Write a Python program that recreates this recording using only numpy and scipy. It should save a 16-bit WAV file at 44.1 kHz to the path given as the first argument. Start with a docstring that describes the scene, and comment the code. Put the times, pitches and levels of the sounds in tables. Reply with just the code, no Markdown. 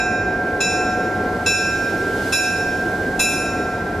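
"""A locomotive bell clangs about every 0.86 s between two parked diesel trains.
Each blow of the clapper flares bright partials that fade between strokes, while three low ones ring on;
the steel car sides scatter the ring into a shimmer. An idling engine rumbles underneath,
compressed air hisses, and an automatic gain control ducks the whole mix at each stroke."""
import sys
import numpy as np
from scipy import signal
from scipy.io import wavfile
from scipy.ndimage import uniform_filter1d

SR = 44100
rng = np.random.default_rng(int(sys.argv[2]) if len(sys.argv) > 2 else 0)


def to_wav(s):
    """Save 16-bit WAV."""
    ch = np.atleast_2d(s).T  # columns
    pcm = np.round(np.clip(ch, -1, 1) * 32767)  # PCM
    wavfile.write(sys.argv[1], SR, pcm.astype(np.int16))


N = 176400
ATTACK_S = 0.011  # onset of the clang and the clank
SCATTER_HZ = 16  # speed of the shimmer from reflections


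def bell_bright():
    """Upper partials flare at each blow and die away, beating with twins and rippled by reflections."""
    # Upper bell modes: pitch_hz, level_db, t60_s, rise_s, balance_db, beat_hz, twin_share
    partials = [ (2420.7, -29, 1.6, .012, -2, 5, .05), (2466, -41, 1.3, .005, 0, 5, .2),
                (2636.4, -19.5, .95, .005, 1.5, 4, .05), (3426, -39, .65, .004, 0, 7, .6),
                (3820, -37.5, 1.4, .005, -2, 7, .65), (3923, -27, .55, .025, -2, 3.5, .6),
                (3972, -37, .7, .004, 0, 5, .3), (4087, -39, .9, .004, 0, 6, .3),
                (5056.5, -33, .6, .012, -1, 6.5, .6), (5410, -23, 1.1, .006, -1, 3, .05),
                (6100.5, -34, 1.2, .03, 0, 6, .2), (6370, -35, .65, .004, 0, 6, .3),
                (6820, -30.5, 1.0, .004, 0, 2, .3), (7014.5, -29, .8, .005, 4, 9, .2),
                (7111.5, -27, .9, .015, -3, 4, .2), (7220.5, -29, .75, .004, -3, 3, .2),
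                (8635, -40, .6, .003, 0, 8, .3), (8752.5, -32, .75, .004, -2, 8, .3),
                (8935, -37, .75, .004, 0, 5, .3), (10509, -38, .65, .004, 0, 6, .3),
                (10557, -30, .7, .012, 1, 4, .2), (10582, -41, .6, .004, 0, 6, .3),
                (11228, -41, .6, .008, 0, 7, .3), (11272, -45, .6, .004, 0, 5, .3),
                (12202, -45, .55, .008, 0, 6, .3), (12322, -49, .55, .004, 0, 5, .3),
                (12437, -41.5, .55, .008, 0, 7, .3), (14003, -49, .5, .004, 0, 6, .3),
                (14223, -39, .52, .012, -1, 4, .2)]
    age, colour_db, _ = strokes()
    t, out = np.arange(N) / SR, np.zeros((2, N))
    for hz, db, t60, rise_s, balance_db, beat_hz, twin_share in partials:
        envelope = amp(db + stroke_colour(colour_db, hz) - 60 * age / t60) * (1 - np.exp(-age / rise_s))
        pair = np.exp(2j * np.pi * hz * t) * (1 + twin_share * np.exp(2j * np.pi * beat_hz * age))
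        spread = stereo_phase(hz) * rng.choice([-1, 1])
        direct = np.exp(1j * (2 * np.pi * rng.random() + spread))
        reflected = .32 * ripple(SCATTER_HZ)
        out += sides(balance_db) * envelope * ((direct + reflected) * pair).real
    return out


def bell_long():
    """Hum, prime and tierce ring from blow to blow, each beating with a weak, steady twin."""
    # The three low bell modes: pitch_hz, t60_s, settle_s, balance_db, twin_offset_hz, twin_db
    partials = [(733.2, 7, .12, 2.5, -2.5, -43), (1356.8, 6, .2, .5, 2.5, -48),
                (1582.2, 8, .008, -4, -15, -33)]
    age, _, long_db = strokes()
    t, out = np.arange(N) / SR, np.zeros((2, N))
    for level_db, (hz, t60, settle_s, balance_db, twin_offset_hz, twin_db) in zip(long_db, partials):
        target = amp(level_db - 60 * age / t60)
        envelope = smooth(target - target[0], settle_s) + target[0]
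        direct = sides(balance_db) * np.exp(1j * stereo_phase(hz))
        twin = amp(twin_db) * np.exp(2j * np.pi * (twin_offset_hz * t + rng.random()))
        reflected = .11 * ripple(SCATTER_HZ)
        out += ((envelope * (direct + reflected) + twin) * np.exp(2j * np.pi * hz * t)).real
    return out


def bell_clang(count=90, t60_s=0.9):
    """Many weak, close modes make the first moments of each stroke dense and metallic."""
    # Strength of a clang mode by its pitch: pitch_hz, level_db
    spectrum = [(2400, -29), (2800, -52), (3100, -65), (4000, -69.5), (4600, -104), (5400, -51.5),
                (7000, -62), (7800, -60), (8800, -46), (9700, -60), (11000, -65), (14400, -55)]
    age, colour_db, _ = strokes()
    t, ring = np.arange(SR) / SR, np.zeros((2, SR))
    edges = np.geomspace(spectrum[0][0], spectrum[-1][0], count + 1)
    for low, high, (place, turn, offset) in zip(edges, edges[1:], rng.random((count, 3))):
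        hz = low + place * (high - low)
        phase = 2 * np.pi * turn + np.array([[1], [-1]]) * (offset - .5) * 2
        ring += amp(curve_at(spectrum, hz)) * np.sin(2 * np.pi * hz * t + phase)
    ring *= np.minimum(t / ATTACK_S, 1) * amp(-60 * t / t60_s)
    since_blow = np.minimum((age * SR).astype(int), SR - 1)  # each blow restarts the same ring
    return amp(colour_db.mean(axis=0)) * ring[:, since_blow]


def clapper(level_db=-23.5, t60_s=0.082, echo_db=-17, echo_t60_s=0.56):
    """The clapper lands with a short, noisy clank that echoes between the trains."""
    # Spectrum of the impact: frequency_hz, relative_db
    spectrum = [(400, -3), (1500, 0.5), (2650, -12), (3100, -10), (4000, -5), (4600, -10), (6800, -7),
                (8000, -25), (11000, -16), (15000, -33)]
    age, colour_db, _ = strokes()
    attack = np.minimum(age / ATTACK_S, 1)
    fade = amp(-60 * age / t60_s) + amp(echo_db - 60 * age / echo_t60_s)
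    return amp(level_db + colour_db.mean(axis=0)) * attack * fade * noise(spectrum)


def strokes():
    """Per sample: seconds since the latest blow, its four colour levels and its three low-mode levels."""
    # Each blow has its own colour and meets the low modes in or out of step, leaving each at a new level.
    # start_s, colour_db in four bands from low to high, hum_db, prime_db, tierce_db
    blows = [(-.26, 8.5, 5, 6.5, -1, -24, -29.5, -17.5), (.603, 1.5, 1, 1.5, -9, -21.5, -25.5, -21),
             (1.46, 4, 5.5, 2.5, -2, -35.5, -27.5, -18), (2.322, 2, 4, 1, 2, -27.5, -33, -18.5),
             (3.192, 5, 3, 4, 7, -28, -26, -23.5)]
    rows, t = np.array(blows), np.arange(N) / SR
    latest = np.maximum(np.searchsorted(rows[:, 0], t, side="right") - 1, 0)
    blow = rows[latest].T
    return np.maximum(t - blow[0], 0), blow[1:5], blow[5:]


def stroke_colour(colour_db, hz):
    """The blow's boost or cut in dB at one pitch, blended between its colour bands."""
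    # Centres of the four colour bands: frequency_hz
    bands = [3400, 5400, 7000, 10700]
    return sum(np.interp(hz, bands, share) * db for share, db in zip(np.eye(len(bands)), colour_db))


def engine(waver_depth=0.47, waver_hz=1.06):
    """The idling diesel: a broad roar with wavering tones in it."""
    # Tones of the idle: pitch_hz, level_db
    idle_tones = [(48, -43), (58, -57.5), (86, -41.5), (97.7, -39), (107, -48.5), (134, -50), (181, -40),
                  (295, -46), (411, -39.5), (705.3, -38), (1059, -43.5), (1410, -47), (1481, -52),
                  (1498, -45.5)]
    # Spectrum of the roar: frequency_hz, relative_db
    roar_spectrum = [(15, -33), (27, -11), (42, -5), (68, -3.5), (92, -1), (150, -4), (185, 0.5),
                     (290, 2.5), (460, 2.5), (580, -2.5), (730, -2), (950, -11.5), (1250, -18),
                     (1700, -17.5), (2100, -16.5), (2600, -28), (3100, -31.5), (5000, -34.5), (15000, -63)]
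    # Gentle swells of the roar: time_s, level_db
    roar_level = [(0, -25), (.7, -24.5), (1.35, -23.5), (1.6, -27), (2.2, -24), (2.45, -27), (3.1, -24.5),
                  (3.5, -25.5), (4, -24.5)]
    t, tones = np.arange(N) / SR, np.zeros(N)
    for hz, db in idle_tones:
        waver = 1 + waver_depth * ripple(waver_hz, channels=1)[0]
        tones += amp(db) * (waver * np.exp(2j * np.pi * (hz * t + rng.random()))).real
    return tones + fader(roar_level) * noise(roar_spectrum, patch_db=0.8)


def air():
    """Escaping compressed air hisses, swelling and easing."""
    # Spectrum of the hiss: frequency_hz, relative_db
    spectrum = [(1000, -8), (2800, 4), (4500, 2.5), (7500, -0.5), (9800, -4.5), (12500, -5), (14000, -10.5),
                (15500, -21)]
    # Swell of the hiss: time_s, level_db
    swell = [(0, -57), (.5, -49.5), (1.3, -47), (1.75, -42), (2.1, -42), (2.28, -37), (2.55, -42),
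             (3.05, -44.5), (4, -48)]
    return fader(swell) * noise(spectrum)


def noise(spectrum, patch_db=0, size=2048):
    """Coloured stereo noise of rms one; patch_db adds drifting louder and softer patches."""
    # Stereo image, centred in the bass and wide in the treble: frequency_hz, left_right_correlation
    likeness = [(30, .999), (220, .9992), (400, .992), (700, .96), (1000, .9), (2000, .83), (4000, .68),
                (8000, .47), (14000, .35)]
    hz = np.fft.rfftfreq(size, 1 / SR)
    frames = N // (size // 2) + 2
    a, b, c, d, patches = rng.standard_normal((frames, len(hz), 5)).T
    patches = evened(uniform_filter1d(uniform_filter1d(patches, size=10, axis=0), size=3, axis=1))
    correlation = curve_at(likeness, hz)[:, None]
    left = a + 1j * b
    right = correlation * left + np.sqrt(1 - correlation ** 2) * (c + 1j * d)
    shaped = np.array([left, right]) * amp(curve_at(spectrum, hz)[:, None] + patch_db * patches)
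    return evened(signal.istft(shaped, window="cosine", nperseg=size)[1][:, :N])


def ripple(rate_hz, channels=2, size=2048):
    """Slow random wander of amplitude and phase in each channel, about one in rms."""
    white = rng.standard_normal((channels, size)) + 1j * rng.standard_normal((channels, size))
    hz = np.fft.fftfreq(size, N / SR / size)
    wander = evened(np.fft.ifft(white / (1 + (hz / rate_hz) ** 2)))
    return np.array([np.interp(np.arange(N) * size / N, np.arange(size), row) for row in wander])


def stereo_phase(hz):
    """Left and right phases, 0.68 radians apart at 5500 Hz and widening with pitch."""
    return np.array([[.5], [-.5]]) * .68 * np.sqrt(hz / 5500)


def sides(balance_db):
    """Left and right gains; a positive balance leans left."""
    return amp(np.array([[.5], [-.5]]) * balance_db)


def fader(points):
    """Gain per sample along (time_s, level_db) points."""
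    return amp(np.interp(np.arange(N) / SR, *np.transpose(points)))


def curve_at(points, hz):
    """A curve's value at hz, interpolated along log frequency."""
    point_hz, value = np.transpose(points)
    return np.interp(np.log(hz + 1), np.log(point_hz + 1), value)


def smooth(x, lag_s):
    """Follows x with a one-pole lag."""
    pole = np.exp(-1 / (lag_s * SR))
    return signal.lfilter([1 - pole], [1, -pole], x)


def amp(db):
    """Decibels to gain."""
    return 10 ** (np.asarray(db) / 20)


def evened(x):
    """Scales to an rms of one."""
    return x / np.sqrt(np.mean(abs(x) ** 2) + 1e-20)


def scene():
    """Bell over engine and air."""
    return bell_bright() + bell_clang() + bell_long() + clapper() + engine() + air()


def record(dry):
    """Gain control ducks after loud, bright moments and recovers; a low-pass trims the very top."""
    threshold_db, duck_share, attack_s, release_db_per_s = -22.5, 0.31, 0.021, 35
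    sidechain_hz, cutoff_hz = 910, 15600
    sidechain = signal.sosfilt(signal.butter(2, sidechain_hz, "high", fs=SR, output="sos"), dry)
    power_db = 10 * np.log10(smooth((sidechain ** 2).mean(0), attack_s) + 1e-12)
    fall_db = np.arange(N) / SR * release_db_per_s
    peak_db = np.maximum.accumulate(power_db + fall_db) - fall_db  # peaks sink at the release rate
    ducked = dry * amp(-duck_share * np.maximum(peak_db - threshold_db, 0))
    low_pass = signal.firwin(511, cutoff_hz, window=("kaiser", 9), fs=SR)
    return signal.oaconvolve(ducked, low_pass[None], "same")


dry = scene()
out = record(dry)
to_wav(out)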